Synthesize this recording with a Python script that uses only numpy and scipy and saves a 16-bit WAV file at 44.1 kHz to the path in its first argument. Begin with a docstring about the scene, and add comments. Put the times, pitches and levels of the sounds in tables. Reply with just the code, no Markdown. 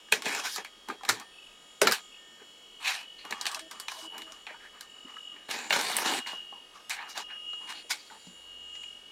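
"""A small room with a desktop computer: a plastic diskette is handled, pushed into a drive and shuffled about.
Strokes are gritty noise and knocks are short noise bursts, both ringing plastic modes; sung notes are added.
The spindle motor whines on sines near 3 kHz that swell and beat; the head stepper buzzes on two sines.
Fans hiss as shaped noise over steady hums. One microphone feeds both channels."""
import sys
import numpy as np
from scipy import signal
from scipy.io import wavfile

SR = 44100
rng = np.random.default_rng(int(sys.argv[2]) if len(sys.argv) > 2 else 0)


def to_wav(sig):
    """Store sig (one row per channel, or 1-D mono) as 16-bit WAV at the path in sys.argv[1].

    Samples outside -1..1 are clipped; the rate is SR.
    """
    pcm = np.clip(np.atleast_2d(sig), -1, 1) * 32767
    pcm = np.round(pcm).astype(np.int16)
    wavfile.write(sys.argv[1], SR, pcm.T)  # frames by channels


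N = 401751

# air noise of the fans, relative density: hz, level_db (per Hz)
FAN_SPECTRUM = [(25, 13.5), (55, -17), (90, -23), (190, -8.5), (450, -6.5), (700, -10.5), (1250, -10),
                (1500, -20.5), (2100, -16), (2900, -17.5), (4000, -18), (7000, -22), (10000, -28.5),
                (16000, -35)]
FANS_DB = -60   # rms of all bands together
# steady hums and whistles of the computer: pitch_hz, level_db (rms before wavering)
HUMS = [(73, -80.5), (1200, -81), (1245, -74), (1814, -74.5), (9000, -76), (10800, -84), (11700, -86.5)]

# weaker motor tones, mostly on every seventh multiple of the turn rate and its neighbours: multiple
MOTOR_MULTIPLES = (35, 42, 47, 48, 49, 55, 57, 69, 70, 77, 83, 92, 98, 99, 113, 120, 147, 154)
# their levels in the same order: level_db (rms before wavering)
MOTOR_MULTIPLES_DB = (-75, -77, -81, -75, -77, -75.5, -72.5, -70, -71.5, -72.5, -74, -77.5, -74.5, -86, -77,
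                      -76.5, -77.5, -78)
TURN_HZ = 46.215
POLES, FAINT_FROM, FAINT_TO = 7, 11, 36   # faint tones flank these multiples of the pole rate, the last excluded
FAINT_DB, FAINT_DB_PER_OCTAVE = -84.5, -6   # lowest faint tone before wavering, slope above it

# strongest motor tones, the first three evenly spaced: pitch_hz
WHINE_HZ = (2866.3, 2911.45, 2956.6, 3281.0, 7072.0)
# their uneven swelling and fading: time_s, then level_db (rms before flutter) of each tone
WHINE_CURVE = [(0, -63, -78, -63, -65, -73), (0.42, -54, -60, -57, -48, -59),
               (0.75, -78, -66, -68, -62, -82), (1.0, -82, -76, -80, -58, -79),
               (1.42, -70, -60, -57.5, -63, -75), (1.7, -78, -62.5, -71, -62, -68),
               (2.05, -64, -65, -71, -58, -61), (2.14, -53.5, -62, -66, -60, -70),
               (2.3, -69, -84, -58, -61, -68), (2.75, -70, -56, -58.5, -60, -75),
               (3.12, -67, -56, -52.5, -62, -78), (3.25, -51, -74, -63, -60, -80),
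               (3.5, -57, -77, -56, -52.5, -78), (3.76, -71, -66, -57.5, -63, -63),
               (4.04, -56, -55.5, -52, -61, -74), (4.12, -51, -56, -46.5, -64, -72),
               (4.4, -59, -63, -59.5, -63, -67), (4.68, -87, -68, -57.5, -61, -76),
               (4.9, -58, -57.5, -60, -74, -66), (5.1, -59, -52, -57, -77, -69),
               (5.26, -49, -49.5, -52, -61, -65), (5.42, -58, -65, -58, -69, -75),
               (5.62, -59, -71, -71, -71, -51), (6.12, -43, -51, -62, -53, -66),
               (6.4, -43, -54.5, -51.5, -61, -74), (6.75, -62, -65, -72, -68, -91),
               (7.05, -54, -80, -80, -76, -74), (7.25, -48, -54, -69, -62, -94),
               (7.5, -39, -59, -52, -57, -66), (7.78, -52, -61, -72, -60, -67),
               (8.03, -69, -78, -68, -63, -68), (8.27, -57.5, -78, -69, -69, -63),
               (8.55, -48.5, -68, -55.5, -65, -72.5), (8.82, -44, -54, -56, -60, -59),
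               (9.1, -64, -54.5, -70, -67, -88)]
THROB_S = 5.2535   # moment at which the strong tones are nearly in step
# fluttering swells of noise below the whine: centre_s, half_length_s, level_db (at the centre)
SWELLS = [(1.43, 0.15, -58.5), (2.14, 0.038, -53.5)]
SWELL_HZ, SWELL_WIDTH_HZ = 2630, 140

# bursts of the head stepper: start_s, end_s, step_level_db, octave_level_db (rms before unevenness)
SEEKS = [(3.562, 3.594, -72, -50), (3.605, 3.682, -56.5, -56.5), (3.968, 4.008, -76, -55),
         (4.023, 4.085, -54.5, -62), (4.19, 4.282, -59.5, -65), (4.275, 4.322, -74, -58)]
STEP_HZ = 323

# modes of diskette and drive, each table: pitch_hz, width_hz (nominal), level_db (relative)
# hollow body, low and boxy
HOLLOW_MODES = [(103, 84, -22.5), (190, 193, -6), (252.5, 137, 1), (421, 74, -1.5), (609, 138, -5.5)]
# plastic shell, middle
SHELL_MODES = [(759, 174, 1.5), (947, 317, -1.5), (1252, 380, -4), (1525, 203, -0.5), (1736, 270, 0.5),
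               (2236, 280, -0.5), (2550, 166, 1.5), (2883, 460, -4), (4214, 810, -8.5)]
# hard edges, bright
EDGE_MODES = [(3920, 810, 0), (4650, 365, 2.5), (5230, 1600, -0.5), (7230, 900, -4.5), (8170, 1380, -4),
              (11270, 3900, -11), (13240, 4700, -14), (14800, 600, -13)]
PATCHY_DB, EDGE_PATCHY_DB = 2.5, 2.2   # spread by which a shifting grip moves each mode

# knocks and snaps: start_s, level_db (relative peak), hollow_db and edge_db (above shell), pitch_hz (struck part)
KNOCKS = [(0.085, -44, -10, -10, 1220), (0.123, -7.5, -34, -3.5, 2497), (0.221, -32, -28, 2.5, 1090),
          (0.263, -20, -3, -13, 2490), (0.349, -25.5, -30, 0, 1760), (0.459, -29.5, -13, -4, 1460),
          (0.56, -28, -25, 5, 1275), (0.647, -32.5, -31, -1, 2274), (0.886, -30.5, -24, -1, 870),
          (0.899, -22, -30, -26, 1216), (1.009, -37, -22, -18, 1010), (1.034, -31.5, -21, -6, 803),
          (1.05, -34.5, -17, 2.5, 1180), (1.09, -19.5, -25, 8.5, 1225), (1.095, -15.5, -28, -2, 1395),
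          (1.1, -40.5, 7.5, -25, 113), (1.198, -45.5, -33, 11, 1090), (1.214, -38, -22, -24, 1250),
          (1.816, -11.5, -6.5, 2, 1510), (1.818, -17, 6, -21, 414), (1.871, -9, -21, -2.5, 1360),
          (1.912, -17.5, -25, -1, 1240), (1.921, -21.5, -25, 9, 1510), (3.251, -31.5, -10, -6.5, 858),
          (3.308, -31, -5, 3, 1880), (3.324, -25, -3.5, -12, 1715), (3.412, -31, -21, 7, 970),
          (3.455, -25.5, -33, -3, 2980), (3.466, -24.5, -40, 4, 2480), (3.47, -26, -27, -15.5, 2460),
          (3.515, -38.5, -28, 9.5, 966), (3.546, -29, -30, 3.5, 2660), (3.593, -32, -23, 2, 1720),
          (3.712, -35.5, -33, 7.5, 1570), (3.799, -35.5, -25, 11.5, 1051), (3.883, -23, -37, -6, 2406),
          (3.917, -34.5, -33, 3.5, 1046), (4.18, -38, -8, 10, 1730), (4.219, -37.5, -8, 1, 2900),
          (4.321, -41, -12, 5.5, 1084), (4.467, -29.5, -18, -12, 2490), (4.501, -33.5, -29, -25, 1840),
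          (4.506, -34.5, -1.5, -25, 617), (4.543, -37, -22, -25, 934), (4.809, -38, -28, 7.5, 1650),
          (5.047, -49.5, 8.5, -25, 250), (5.167, -33, -28, -15.5, 1290), (5.363, -40, -25, -20, 1830),
          (5.489, -33, -1, -9, 1750), (5.512, -29, -23, 6, 2250), (5.7, -35, -15, 8, 1050),
          (5.706, -14, -10, -10, 2790), (5.727, -13.5, -31, -8.5, 3060), (5.762, -20, -0.5, -6, 934),
          (5.812, -36.5, -15, 14.5, 1550), (5.867, -24.5, -27, -8, 3620), (5.898, -24.5, -9, -4, 737),
          (5.967, -28.5, -21, 15, 2010), (5.985, -21, -21, -11, 947), (6.056, -23, -6, -11, 890),
          (6.262, -33, -18, -22.5, 2046), (6.331, -32.5, 0.5, -19, 1070), (6.525, -34.5, -13, -22, 810),
          (6.896, -37.5, -39, 12.5, 2130), (7.176, -26.5, -7, 3, 729), (7.532, -37.5, -13, -6, 1280),
          (7.696, -36, -7, -4, 1570), (7.846, -42.5, -1, -25, 466), (7.906, -26.5, -42, -11, 1500),
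          (8.1, -39, -23, -20, 1490), (8.269, -40, 5.5, -7, 181), (8.753, -44.5, -22, 2, 2010),
          (8.834, -39, -34, -6, 2420)]
CRACK_T60_S = 0.013   # time for the crack to fall 60 dB
SOFT_BELOW_DB = -15   # knocks with less edge than this land softly
LOW_NOTE_HZ = 650   # knocks below this note strike the hollow body
# the stronger the edge above this level, the brighter the snap: dB per octave of tilt for each dB of edge
SNAP_FROM_DB, SNAP_DB_PER_OCTAVE = 6.5, 1.06

# sliding strokes of plastic parts: start_s, rise_s, fade_s, level_db (shell peak, relative),
# loss_db (over the fade, negative grows), hollow_db and edge_db (above shell), pitch_hz (favoured shell)
RUBS = [(0.116, 0.004, 0.17, -32.5, 37, 0.5, -4, 2040), (0.225, 0.033, 0.14, -37, 2, -7.5, -1, 1620),
        (0.409, 0.045, 0.032, -36, 6.5, -16.5, 2, 1460), (0.48, 0.012, 0.067, -52.5, -2, -14, 12, 1840),
        (0.565, 0.018, 0.022, -39, 4.5, -6.5, -9, 1170), (0.646, 0.002, 0.019, -46, 6.5, -22, -12, 2200),
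        (0.874, 0.022, 0.035, -39.5, 5.5, -2.5, -10.5, 1110), (1.03, 0.024, .03, -46.5, 9, -10, -12, 1210),
        (1.079, 0.01, 0.17, -32, 32, -5, -2.5, 1370), (1.19, 0.0081, 0.023, -51.5, -1.5, -20, -23, 1105),
        (1.811, 0.0025, 0.087, -34, -0.5, 3, -10, 1450), (1.925, 0.0091, 0.046, -33, 13.5, -17, -20, 1560),
        (2.36, 0.062, 0.04, -57, 23, 1.5, -18, 1570), (2.8, 0.083, 0.15, -30, 18, -33, -2.5, 2650),
        (3.183, 0.0069, .035, -47.5, 3, -22, -18, 4263), (3.235, 0.013, 0.32, -48, -5, -17, -13, 1164),
        (3.705, 0.0043, 0.13, -50.5, 3.5, -10, -10, 1190), (3.87, 0.027, 0.15, -50, 0, -17, 2, 1020),
        (4.1, 0.047, 0.057, -44.5, 5, -9, -14, 900), (4.25, 0.016, 0.13, -56, 3, -4.5, -7, 1220),
        (4.466, 0.0046, 0.046, -42, 8, -32, -19, 1880), (4.52, 0.0088, 0.05, -51, 12, -25, -17, 1500),
        (4.585, 0.013, 0.062, -56.5, -5, -9, -13, 1710), (4.72, 0.025, 0.094, -56.5, 0, -19, -11, 1200),
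        (4.93, 0.02, 0.037, -60.5, 2, -9, -15, 1205), (5.05, 0.032, 0.098, -51.5, 10, -13, -9, 1200),
        (5.355, 0.0077, 0.13, -58, 10, -9, -18, 1750), (5.315, 0.01, 0.035, -58, 1, -10, -20, 1205),
        (5.482, 0.024, 0.17, -37, 9, -7.5, -2.5, 1470), (5.695, 0.038, 0.077, -30.5, 6, -6, -2, 1500),
        (5.778, 0.01, 0.39, -36.5, 1, -7, 0, 1004), (6.02, 0.057, 0.074, -30.5, 8.5, -6.5, -2.5, 1240),
        (6.17, 0.0083, 0.049, -38.5, 13, -24, -1, 1315), (6.257, 0.013, 0.19, -40, 24.5, -15.5, -0.5, 1502),
        (6.53, 0.011, 0.096, -57, 8, -20, -13, 950), (6.72, 0.035, 0.087, -51.5, 12, -17, -6, 1150),
        (6.893, 0.013, 0.053, -36.5, 10, -33, 2.5, 2110), (6.94, 0.052, 0.12, -39.5, 11, -22, -18, 1230),
        (7.075, 0.023, 0.027, -57, 6.5, -20, 14, 2190), (7.144, 0.014, 0.047, -41.5, -1, -20, -4, 1150),
        (7.28, 0.031, 0.081, -44.5, 22, -39, -22, 1670), (7.6, 0.013, 0.075, -52, 3, -11, -8, 1010),
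        (7.67, 0.032, 0.055, -40.5, 13, -33, -2.5, 1580), (7.72, 0.04, 0.039, -46.5, -0.5, -18, -13, 4400),
        (7.894, 0.016, 0.096, -32.5, 33, -28, 5, 2020), (7.96, 0.0083, 0.25, -54, 10, -28, -1, 4570),
        (8.1, 0.012, 0.044, -48.5, 2.5, -12, -8, 880), (8.19, 0.042, 0.052, -62, -1, -25, -5, 4600)]
RUB_START_DB, RUB_LIFT_S, RUB_LIFT_DB = -13, 0.028, -8   # starts below its peak, lifts off quickly
SLOW_START_DB_PER_S = 80   # a slow rise starts softer still
LIGHT_FROM_DB, LIGHT_SPAN_DB = -37, 11   # strokes below this level grow light over this span
EDGE_SWING = 0.3   # the edge rises and falls by this share more than the lowest shell mode
CHATTER_PER_S, CHATTER_S, CHATTER_DB = 70, 0.0021, 0   # loose parts tick: rate, decay time, largest tick
SPOT_DB, LIGHT_SPOT_DB = -18, 13.5   # song of the rubbed spot relative to stroke level, extra when light
SPOT_SHARPNESS = 8.0   # Hz of pitch per Hz of width

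CUTOFF_HZ = 16400   # upper limit of the sound; nothing is heard above it


def from_db(db):
    """Decibels to gain."""
    return 10 ** (np.asarray(db) / 20)


def rms_one(x):
    """Scale to unit rms."""
    return x / np.sqrt(np.mean(x ** 2) + 1e-20)


def in_time(rows):
    """Draw the columns of a breakpoint curve, sample by sample."""
    s, *columns = np.transpose(rows)
    return np.array([np.interp(np.arange(N) / SR, s, c) for c in columns])


def drift(rate_hz):
    """Slow random wander of spread 1: noise through two equal poles, at one point per 40 samples."""
    r = np.exp(-2 * np.pi * rate_hz * 40 / SR)
    noise = rng.standard_normal(N // 40 + 2002)
    slow = signal.lfilter([1], [1, -2 * r, r * r], noise)[2000:]   # skip the settling
    return np.interp(np.arange(N) / 40, np.arange(len(slow)), rms_one(slow))


def resonance(x, hz, width_hz):
    """Two-pole resonance, gain 1 on top."""
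    r = np.exp(-np.pi * width_hz / SR)
    feedback = [1, -2 * r * np.cos(2 * np.pi * hz / SR), r * r]
    return signal.lfilter((1 - r * r) / 2 * np.array([1, 0, -1]), feedback, x)


def steep_resonance(x, hz, width_hz):
    """The same resonance twice in a row, for steeper flanks."""
    return resonance(resonance(x, hz, width_hz), hz, width_hz)


def fans():
    """Steady air noise, built from half-octave bands of white noise."""
    out, white = np.zeros(N), rng.standard_normal((2, N))
    edges = 24 * 2 ** np.arange(0, 9.9, .5)
    hz, db = np.transpose(FAN_SPECTRUM)
    for k, (low, high) in enumerate(zip(edges, edges[1:])):
        band_filter = signal.butter(2, [low, high], "band", fs=SR, output="sos")
        band = signal.sosfilt(band_filter, white[k % 2])   # neighbours use separate noise
        out += from_db(np.interp(np.log(low * high) / 2, np.log(hz), db)) * band
    return from_db(FANS_DB) * rms_one(out)


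def weak_tones(tones, waver_db, flutter_db=1.0):
    """Sines of fixed pitch whose levels waver slowly and flutter faster."""
    t, out = np.arange(N) / SR, np.zeros(N)
    for hz, db in tones:
        gain = from_db(db + waver_db * drift(1.0) + flutter_db * drift(25))
        out += np.sqrt(2) * gain * np.sin(2 * np.pi * (hz * t + rng.random()))
    return out


def computer_hums():
    """Hums and whistles of the computer: sines of steady pitch."""
    return weak_tones(HUMS, waver_db=5.0)


def faint_tones(waver_db=5.5):
    """A comb of faint motor sines through the treble, one turn rate either side of each pole multiple."""
    t, out = np.arange(N) / SR, np.zeros(N)
    wavers = [from_db(waver_db * drift(1.7)) for _ in range(POLES)]   # shared in rotation
    flanks = []
    for k in range(FAINT_FROM, FAINT_TO):
        for multiple in (POLES * k - 1, POLES * k + 1):
            near_top_whine = abs(multiple * TURN_HZ - WHINE_HZ[-1]) <= TURN_HZ / 2
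            if multiple not in MOTOR_MULTIPLES and not near_top_whine:
                flanks.append(multiple)
    for k, multiple in enumerate(flanks):
        db = FAINT_DB + FAINT_DB_PER_OCTAVE * np.log2(multiple / flanks[0])
        tone = np.sin(2 * np.pi * (multiple * TURN_HZ * t + rng.random()))
        out += np.sqrt(2) * from_db(db) * wavers[k % POLES] * tone
    return out


def motor(flutter_db=1.0, skirt_db=-18.0, high_skirt_db=-2.5):
    """Spindle whine: strong sines swell and flutter with a noisy skirt, weak multiples of the turn rate waver."""
    t, levels = np.arange(N) / SR, from_db(in_time(WHINE_CURVE))
    out, together = np.zeros(N), from_db(1.0 * drift(16))
    for hz, gain in zip(WHINE_HZ, levels):
        phase = 2 * np.pi * hz * (t - THROB_S) + 0.22 * drift(3.1)   # nearly in step, so even spacing throbs
        out += np.sqrt(2) * gain * together * from_db(flutter_db * drift(25)) * np.cos(phase)
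    multiples = [(k * TURN_HZ, db) for k, db in zip(MOTOR_MULTIPLES, MOTOR_MULTIPLES_DB)]
    out += weak_tones(multiples, waver_db=2.5, flutter_db=flutter_db)
    skirt = rms_one(steep_resonance(rng.standard_normal(N), 2880, 220))
    high_skirt = rms_one(steep_resonance(rng.standard_normal(N), 7250, 1700))
    out += from_db(skirt_db) * levels[:-1].sum(axis=0) * skirt
    return out + from_db(high_skirt_db) * levels[-1] * high_skirt


def swells(flutter_db=3.5):
    """Narrow noise below the whine, chopped once a turn."""
    t = np.arange(N) / SR
    gate = sum(from_db(db) * np.clip(1 - ((t - s) / half) ** 2, 0, 1) for s, half, db in SWELLS)
    throb = (1 + np.cos(2 * np.pi * TURN_HZ * t)) ** 2 * from_db(flutter_db * drift(18.8))
    return gate * rms_one(steep_resonance(throb * rng.standard_normal(N), SWELL_HZ, SWELL_WIDTH_HZ))


def stepper(edge_s=0.0072):
    """Head stepper: gated bursts of two sines, the step rate and its octave."""
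    t, out = np.arange(N) / SR, np.zeros(N)
    uneven = from_db(3.0 * drift(37))   # the carriage binds and frees
    step, octave = np.sin(2 * np.pi * STEP_HZ * t), np.sin(4 * np.pi * STEP_HZ * t)
    for start, end, step_db, octave_db in SEEKS:
        gate = np.sqrt(2) * np.clip(np.minimum(t - start, end - t) / edge_s, 0, 1) * uneven
        out += gate * (from_db(step_db) * step + from_db(octave_db) * octave)
    return out


def favour(modes, hz, focus_db):
    """Modes far from the spot of contact are driven less, by focus_db per octave: gain for each mode."""
    return from_db(3.0 - focus_db * np.abs(np.log2(np.array(modes)[:, :1] / hz)))


def knock_notes(note_db=-6.0, t60_s=0.05, cycles=17.0, ratio=1.3):
    """The struck part adds its own note: two sines, the weaker one 1.3 times higher, build in a cycle and die."""
    out, t = np.zeros(N), np.arange(SR // 4) / SR
    for s, peak_db, hollow_db, edge_db, hz in KNOCKS:
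        i = round(s * SR)
        level_db = peak_db + note_db + (hollow_db if hz < LOW_NOTE_HZ else 0)
        two_sines = np.sin(2 * np.pi * hz * t) + .5 * np.sin(2 * np.pi * ratio * hz * t)
        decay = from_db(level_db - 60 * t / (t60_s + cycles / hz))   # low notes ring longer
        out[i:i + len(t)] += (decay * np.minimum(hz * t, 1) * two_sines)[:N - i]
    return out


def knock_levels(tail_t60_s=0.13, tail_db=-9.5, edge_tail_t60_s=0.16, edge_tail_db=-7.5,
                 focus_db=4.0, soft_focus_db=13.0):
    """Each knock is a short crack and a weaker rattle that dies: gains of hollow, shell and edge modes."""
    out, t = np.zeros((len(HOLLOW_MODES + SHELL_MODES + EDGE_MODES), N)), np.arange(SR // 3) / SR
    crack = from_db(-60 * t / CRACK_T60_S)
    shape = crack + from_db(tail_db - 60 * t / tail_t60_s)
    edge_shape = crack + from_db(edge_tail_db - 60 * t / edge_tail_t60_s)
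    octaves = np.log2(np.array(EDGE_MODES)[:, :1] / 7100.0)
    for s, peak_db, hollow_db, edge_db, hz in KNOCKS:
        i = round(s * SR)
        tilt_db = SNAP_DB_PER_OCTAVE * max(edge_db - SNAP_FROM_DB, 0) * np.minimum(octaves, 0.6)
        hollow = from_db(hollow_db) * favour(HOLLOW_MODES, hz, soft_focus_db * (hz < LOW_NOTE_HZ))
        # a soft knock stays near its note
        shell = favour(SHELL_MODES, hz, focus_db if edge_db > SOFT_BELOW_DB else soft_focus_db)
        gains = np.vstack([hollow * shape, shell * shape, from_db(edge_db + tilt_db) * edge_shape])
        out[:, i:i + len(t)] += from_db(peak_db - 8.0) * gains[:, :N - i]
    return out


def strokes():
    """Every stroke rises, fades and lifts off: samples, shape in dB, lightness 0-1, then its level and colour."""
    for s, rise, fade, peak_db, loss_db, *colour in RUBS:
        corners = np.cumsum([s, rise, fade, RUB_LIFT_S])
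        on = np.arange(round(corners[0] * SR), round(corners[-1] * SR))
        start_db = RUB_START_DB - SLOW_START_DB_PER_S * rise
        shape_db = np.interp(on / SR, corners, [start_db, 0, -loss_db, RUB_LIFT_DB - loss_db])
        light = np.clip((LIGHT_FROM_DB - peak_db) / LIGHT_SPAN_DB, 0, 1)
        yield on, shape_db, light, peak_db, *colour


def rubbed_spots():
    """Each stroke sings in one narrow resonance of the spot that it rubs, driven by uneven noise."""
    friction = rng.standard_normal(N) * from_db(4 * drift(12))   # it catches and slips
    out = np.zeros(N)
    for on, shape_db, light, peak_db, hollow_db, edge_db, hz in strokes():
        sung = rms_one(steep_resonance(friction[on], hz, hz / SPOT_SHARPNESS))
        out[on] += from_db(peak_db + shape_db + SPOT_DB + LIGHT_SPOT_DB * light) * sung
    return out


def rub_levels(focus_db=3.5, light_focus_db=6.0):
    """Gains of hollow body, edge and each shell mode; a light stroke favours the modes near its spot more."""
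    out = np.zeros((2 + len(SHELL_MODES), N))
    octaves = np.log2(np.array(SHELL_MODES)[:, :1] / SHELL_MODES[0][0])
    height = np.vstack([1, octaves / octaves[-1]])   # edge, then shell: higher modes swing more
    for on, shape_db, light, peak_db, hollow_db, edge_db, hz in strokes():
        shell = favour(SHELL_MODES, hz, focus_db + light_focus_db * light)
        gains = np.vstack([from_db([[hollow_db], [edge_db]]), shell])
        levels = gains * from_db(peak_db + shape_db)
        levels[1:] *= from_db(EDGE_SWING * height * shape_db)
        out[:, on] = np.hypot(out[:, on], levels)
    return out


def chatter():
    """Loose parts tick while they slide: a gain that jumps at random moments and falls back at once."""
    ticks = from_db(CHATTER_DB) * rng.random(N) * (rng.random(N) < CHATTER_PER_S / SR)
    return rms_one(1 + signal.lfilter([1], [1, -np.exp(-1 / (CHATTER_S * SR))], ticks))


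def grit(per_s, spread_db):
    """Dense tiny slips of uneven size and random sign, unit rms."""
    sizes = from_db(spread_db * np.minimum(rng.exponential(1, N), 4)) * rng.choice([-1, 1], N)
    return rms_one(sizes * (rng.random(N) < per_s / SR)) + 1e-9


def diskette(firm_db=-27.5, brighten=0.09, first_touch=3.84):
    """Slips and knocks drive the plastic modes; as the grip shifts, each mode is damped more or less."""
    rubbed, knocked = rub_levels() * chatter(), knock_levels()
    n_hollow, n_edge = len(HOLLOW_MODES), len(EDGE_MODES)
    hollow = np.hypot(rubbed[0], knocked[:n_hollow])
    shell = np.hypot(rubbed[2:], knocked[n_hollow:-n_edge])
    edge = np.hypot(rubbed[1], knocked[-n_edge:])
    slips = grit(per_s=6000, spread_db=0.5)
    # a sharp knock opens with one hard contact
    slips[[round(row[0] * SR) for row in KNOCKS if row[3] > SOFT_BELOW_DB]] = first_touch
    # a light touch is duller
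    firmness = np.clip(edge / from_db(firm_db), .03, 3)
    edge = edge * firmness ** (brighten * np.log2(np.array(EDGE_MODES)[:, :1] / EDGE_MODES[0][0]))
    out = np.zeros(N)
    for forces, modes, patchy_db in ((hollow, HOLLOW_MODES, PATCHY_DB), (shell, SHELL_MODES, PATCHY_DB),
                                     (edge, EDGE_MODES, EDGE_PATCHY_DB)):
        # nominal power the group passes from unit noise; 1.296 trims the level
        power = sum(from_db(2 * db) * width * np.pi / SR for hz, width, db in modes)
        for k, (force, (hz, width, db)) in enumerate(zip(forces, modes)):
            ring = steep_resonance(force * slips, hz, 1.45 * width)
            grip = from_db(db + patchy_db * drift(10.6))
            out += (-1) ** k * grip * ring / np.sqrt(power / 1.296)   # neighbours alternate in sign
    return out


def scene():
    """All sources at one microphone, the same in both channels."""
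    computer = fans() + computer_hums()
    drive = faint_tones() + motor() + swells() + stepper()
    handling = knock_notes() + rubbed_spots() + diskette()
    return np.tile(computer + drive + handling, (2, 1))


def record(dry):
    """The capsule drops the deep bass, peaks are rounded, the top is cut steeply."""
    thin = signal.sosfilt(signal.butter(1, 120, "high", fs=SR, output="sos"), dry)
    rounded = .6 * np.tanh(thin / .6)
    return signal.sosfilt(signal.cheby2(22, 70, CUTOFF_HZ, fs=SR, output="sos"), rounded)


dry = scene()
out = record(dry)
to_wav(out)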